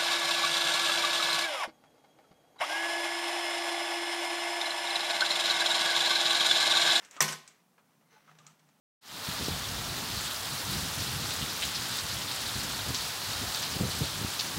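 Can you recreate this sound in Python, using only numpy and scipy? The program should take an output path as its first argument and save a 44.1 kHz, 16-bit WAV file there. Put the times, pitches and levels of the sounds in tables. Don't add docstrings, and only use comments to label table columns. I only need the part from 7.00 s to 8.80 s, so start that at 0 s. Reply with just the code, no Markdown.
import sys
import numpy as np
from scipy import signal
from scipy.fft import rfft, irfft, next_fast_len
from scipy.io import wavfile

SR = 44100
rng = np.random.default_rng(int(sys.argv[2]) if len(sys.argv) > 2 else 0)


def unload_wav(signal):
    wavfile.write(
        sys.argv[1],
        SR,
        np.round(np.clip(np.atleast_2d(signal).T, -1, 1) * 32767).astype(np.int16),
    )


N = 79380
T = np.arange(N) / SR
CUTOFF_HZ, TAIL_RISE_S = 15750, 0.0035


def from_db(db):
    return 10 ** (np.asarray(db) / 20)


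def unit_rms(x):
    return x / np.sqrt(np.mean(x ** 2) + 1e-20)


def envelope(rows):
    return from_db(np.interp(T, *np.transpose(rows)))


def decay(t60_s, hold_s=0):
    return from_db(-60 * np.maximum(T - hold_s, 0) / t60_s) + 1e-18


def swell(rise_s):
    return 1 - np.exp(-(T / rise_s) ** 2)


def delay(x, start_s):
    return np.concatenate([np.zeros(max(int(start_s * SR), 0)), x])[:N]


def noise():
    return rng.standard_normal(N)


def lowpass(x, cutoff_hz):
    return signal.sosfilt(signal.butter(2, cutoff_hz, fs=SR, output="sos"), x)


def drift(rate_hz):
    return unit_rms(lowpass(rng.standard_normal(N + SR), rate_hz)[SR:])


def sine(pitch_hz):
    return np.sin(2 * np.pi * np.cumsum(pitch_hz) / SR)


def colour(x, spectrum, tilt_db_per_oct=0):
    size = next_fast_len(N + SR // 4, True) // 2 * 2
    octave = np.log2(np.maximum(np.arange(size // 2 + 1) * SR / size, 1))
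    freq_hz, gain_db = np.transpose(spectrum)
    tilt_db = tilt_db_per_oct * np.clip(octave, np.log2(500), np.log2(CUTOFF_HZ))
    gain = unit_rms(from_db(np.interp(octave, np.log2(freq_hz), gain_db) + tilt_db))
    cepstrum = irfft(np.log(gain))
    cepstrum[1:size // 2] *= 2
    cepstrum[size // 2 + 1:] = 0
    return irfft(rfft(x, size) * np.exp(rfft(cepstrum)), size)[:N]


def room_tone():
    # freq_hz, gain_db
    spectrum = [(70, -20), (100, -6.5), (150, 8.5), (220, 10), (330, 0), (1100, -2), (1700, -13),
                (3000, -14), (8000, -14), (15500, -16)]
    return from_db(-69.5) * colour(noise(), spectrum)


def table_drone(pitch_hz=153.5, wander_hz=5):
    # time_s, level_db
    levels = [(.6, -97), (.86, -77.5), (1.07, -75.5), (1.18, -82.5), (1.27, -74), (1.32, -62.5),
              (1.51, -66.5), (1.58, -85.5), (1.66, -67.5), (1.74, -90)]
    drone = sine(pitch_hz + wander_hz * drift(25)) * from_db(2.4 * drift(20))
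    return envelope(levels) * unit_rms(drone)


def tyre_scuff(grain_db=1.3):
    # time_s, level_db
    levels = [(.8, -82), (.93, -75.5), (1.06, -83.5), (1.13, -64), (1.24, -70.5), (1.3, -66.5),
              (1.37, -69.5), (1.5, -63.5), (1.56, -73.5), (1.8, -77)]
    # freq_hz, gain_db
    spectrum = [(90, -19.5), (450, -8), (860, -1.5), (1490, -2), (4900, -13), (6100, -9.5), (7200, -25.5),
                (15000, -23)]
    friction = noise() * from_db(grain_db * drift(90))
    return envelope(levels) * unit_rms(colour(friction, spectrum))


def swivel(judder_db=2.5, judder_hz=110):
    # centre_s, half_length_s, pitch_hz, level_db
    scrapes = [(1.143, .022, 460, -72), (1.172, .022, 860, -66), (1.145, .035, 1490, -70),
               (1.16, .08, 2090, -74), (1.155, .06, 4100, -75), (1.14, .035, 6130, -73.5),
               (1.305, .02, 750, -68)]
    out = np.zeros(N)
    for centre_s, half_length_s, pitch_hz, level_db in scrapes:
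        tone = unit_rms(signal.lfilter(*signal.iirpeak(pitch_hz, Q=45, fs=SR), noise()))
        out += from_db(level_db) * tone * np.exp(-((T - centre_s) / half_length_s) ** 2)
    return out * unit_rms(from_db(judder_db * drift(judder_hz)))


def tyre_chirps(wobble=0.07, flutter_db=2.5):
    # start_s, length_s, start_hz, end_hz, level_db
    slips = [(0.168, 0.038, 1380, 1122, -49.5), (1.274, 0.036, 1290, 1270, -61.5),
             (1.399, 0.023, 1260, 1125, -60.5), (1.442, 0.07, 1240, 1234, -65)]
    out = np.zeros(N)
    for start_s, length_s, start_hz, end_hz, level_db in slips:
        progress = np.clip((T - start_s) / length_s, 0, 1)
        pitch_hz = (start_hz + (end_hz - start_hz) * progress) * (1 + wobble * drift(350))
        arch = np.sqrt(2 * np.abs(np.sin(np.pi * progress)))
        out += from_db(level_db + flutter_db * drift(150)) * arch * sine(pitch_hz)
    return out


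def gears(teeth_per_s=215, wander=0.06, spread_db=2, tooth_t60_s=0.035):
    # time_s, level_db
    levels = [(0, -55), (.05, -56.5), (.1, -63.5), (.15, -53), (.2, -66), (.52, -64), (.65, -83)]
    # freq_hz, gain_db
    spectrum = [(120, -13), (600, -2.5), (2100, 3), (4700, -10), (5800, -4.5), (8100, -14), (15000, -23)]
    teeth_passed = np.floor(np.cumsum(teeth_per_s * (1 + wander * drift(10))) / SR)
    clicks = np.diff(teeth_passed, prepend=0) * from_db(spread_db * noise())
    bursts = irfft(rfft(clicks) * rfft(decay(tooth_t60_s)), N) * noise()
    return envelope(levels) * unit_rms(colour(bursts, spectrum))


def contact(t60_s, tail_db, tail_t60_s, echo_s=0.0071, echo_db=-9):
    direct = noise() * decay(t60_s)
    tail = from_db(tail_db) * noise() * decay(tail_t60_s) * swell(TAIL_RISE_S)
    return direct + from_db(echo_db) * delay(direct, echo_s) + tail


def taps():
    # start_s, level_db
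    touches = [(0.78, -58), (1.011, -67), (1.276, -57)]
    # freq_hz, gain_db
    spectrum = [(90, -21), (600, -1.5), (1300, 3), (3000, -10.5), (5000, -19.5), (15000, -34)]
    out = np.zeros(N)
    for start_s, level_db in touches:
        out += from_db(level_db) * delay(contact(t60_s=0.12, tail_db=-17, tail_t60_s=0.57), start_s)
    return colour(out, spectrum)


def part_ring(pitch_hz, t60_s=0.041, blur_at_1khz_hz=45.5):
    return decay(t60_s) * sine(pitch_hz + blur_at_1khz_hz * np.sqrt(pitch_hz / 1000) * drift(300))


def loose_parts(grain_db=2.2, grain_hz=450):
    # start_s, level_db, tilt_db_per_oct
    ticks = [(0.0484, -46.5, -0.5), (0.1108, -44.5, 3.5), (0.1656, -40, -8), (.188, -76, -18),
             (.477, -44, 0), (1.297, -61, -8), (1.3141, -56.5, -9.5), (1.3529, -61, -9.5),
             (1.387, -49, -4.5), (1.4661, -46.5, 0.5), (1.594, -60, -5.5), (1.689, -60.5, -6.5)]
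    # freq_hz, gain_db
    spectrum = [(100, -53.5), (250, -21), (600, -17.5), (1200, -5.5), (3500, -1), (4700, -4), (6600, 3),
                (8100, 3.5), (9300, -13), (15000, -26.5)]
    # pitch_hz, ring_db
    modes = [(2600, -16), (3300, -14.5), (5800, -16)]
    out = np.zeros(N)
    for start_s, level_db, tilt_db_per_oct in ticks:
        rattle = contact(t60_s=0.027, tail_db=-14, tail_t60_s=0.25)
        rattle *= unit_rms(from_db(grain_db * drift(grain_hz)))
        rings = sum(from_db(ring_db) * part_ring(pitch_hz) for pitch_hz, ring_db in modes)
        out += from_db(level_db) * delay(colour(rattle, spectrum, tilt_db_per_oct) + rings, start_s)
    return out


def table_and_shell(impacts, rise_cycles=2.8, blur_at_1khz_hz=7, damping_hz=10000):
    # pitch_hz, gain_db, t60_s
    boom = (153, -18.5, .27)
    modes_hz = [213, 378, 661, 802, 917, 1037, 1096, 1270, 1498, 1830, 1914, 5211, 5643, 5837, 6013, 6196,
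                6531, 8112]
    modes_db = [-32, -28.5, -30.5, -31.5, -32, -21.7, -27.5, -28, -23.5, -24, -27, -23.5, -22.5, -27, -25,
                -26, -25, -29]
    modes = [(hz, db, 0.34 / (1 + hz / damping_hz)) for hz, db in zip(modes_hz, modes_db)]
    hardest_db = max(db for _, db, *_ in impacts)
    drives = [(start_s, from_db(db + 0.1 * (db - hardest_db))) for start_s, db, *_ in impacts]
    out = np.zeros(N)
    for pitch_hz, gain_db, t60_s in [boom] + modes:
        shape = decay(t60_s) * swell(rise_cycles / pitch_hz)
        energy = sum(delay(drive * shape, start_s) ** 2 for start_s, drive in drives)
        blur_hz = blur_at_1khz_hz * np.sqrt(pitch_hz / 1000) * drift(60)
        out += from_db(gain_db) * np.sqrt(energy) * sine(pitch_hz + blur_hz)
    return out


def landing(clatter_db=-12.5, room_db=-28):
    # start_s, level_db, tilt_db_per_oct, crack_db, part_hz, ring_db
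    impacts = [(0.2054, -11, -1.5, -5, 5110, -13.5), (0.214, -24, 10, -4, 2200, -18),
               (0.2239, -26, 8, 3, 6420, -9), (0.2801, -21, -1.5, -11, 5400, -13),
               (0.287, -27.5, 0.5, -10.5, 2900, -7), (0.3229, -29.5, -0.5, -6, 8100, -2.5),
               (0.331, -37.5, -1.5, -2, 1518, 3.5)]
    # freq_hz, gain_db
    crack_spectrum = [(110, -43), (250, -13), (1000, 2), (2000, 4.5), (2700, -11), (4000, -9.5),
                      (5800, 7.5), (8200, 0.5), (9100, -12.5), (13800, -8.5), (16000, -17.5)]
    # freq_hz, gain_db
    tail_spectrum = [(120, -35.5), (175, -9), (230, -0.5), (310, -17.5), (470, -2.5), (580, -12),
                     (1080, 0.5), (1360, -10.5), (1600, -4), (2200, 1), (2600, -2), (4300, -1),
                     (8200, -5.5), (13500, -13.5), (16000, -26.5)]
    out = np.zeros(N)
    for start_s, level_db, tilt_db_per_oct, crack_db, part_hz, ring_db in impacts:
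        burst = np.sign(noise()) * decay(t60_s=0.019, hold_s=0.0016)
        crack = from_db(crack_db) * colour(burst, crack_spectrum, tilt_db_per_oct)
        room = from_db(room_db) * lowpass(noise(), cutoff_hz=6260) * decay(t60_s=0.56)
        clatter = from_db(clatter_db) * noise() * decay(t60_s=0.24)
        tail = colour((clatter + room) * swell(TAIL_RISE_S), tail_spectrum, tilt_db_per_oct)
        ring = from_db(ring_db) * part_ring(part_hz)
        out += from_db(level_db) * delay(crack + ring + tail, start_s)
    return out + table_and_shell(impacts)


def scene():
    car = landing() + loose_parts() + taps() + gears()
    tyres = tyre_scuff() + tyre_chirps() + table_drone() + swivel()
    return (car + tyres + room_tone())[None]


def record(dry):
    rounded = 0.5 * np.tanh(dry / 0.5)
    return signal.sosfilt(signal.ellip(10, 0.2, 80, CUTOFF_HZ, fs=SR, output="sos"), rounded)


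dry = scene()
out = record(dry)
unload_wav(out)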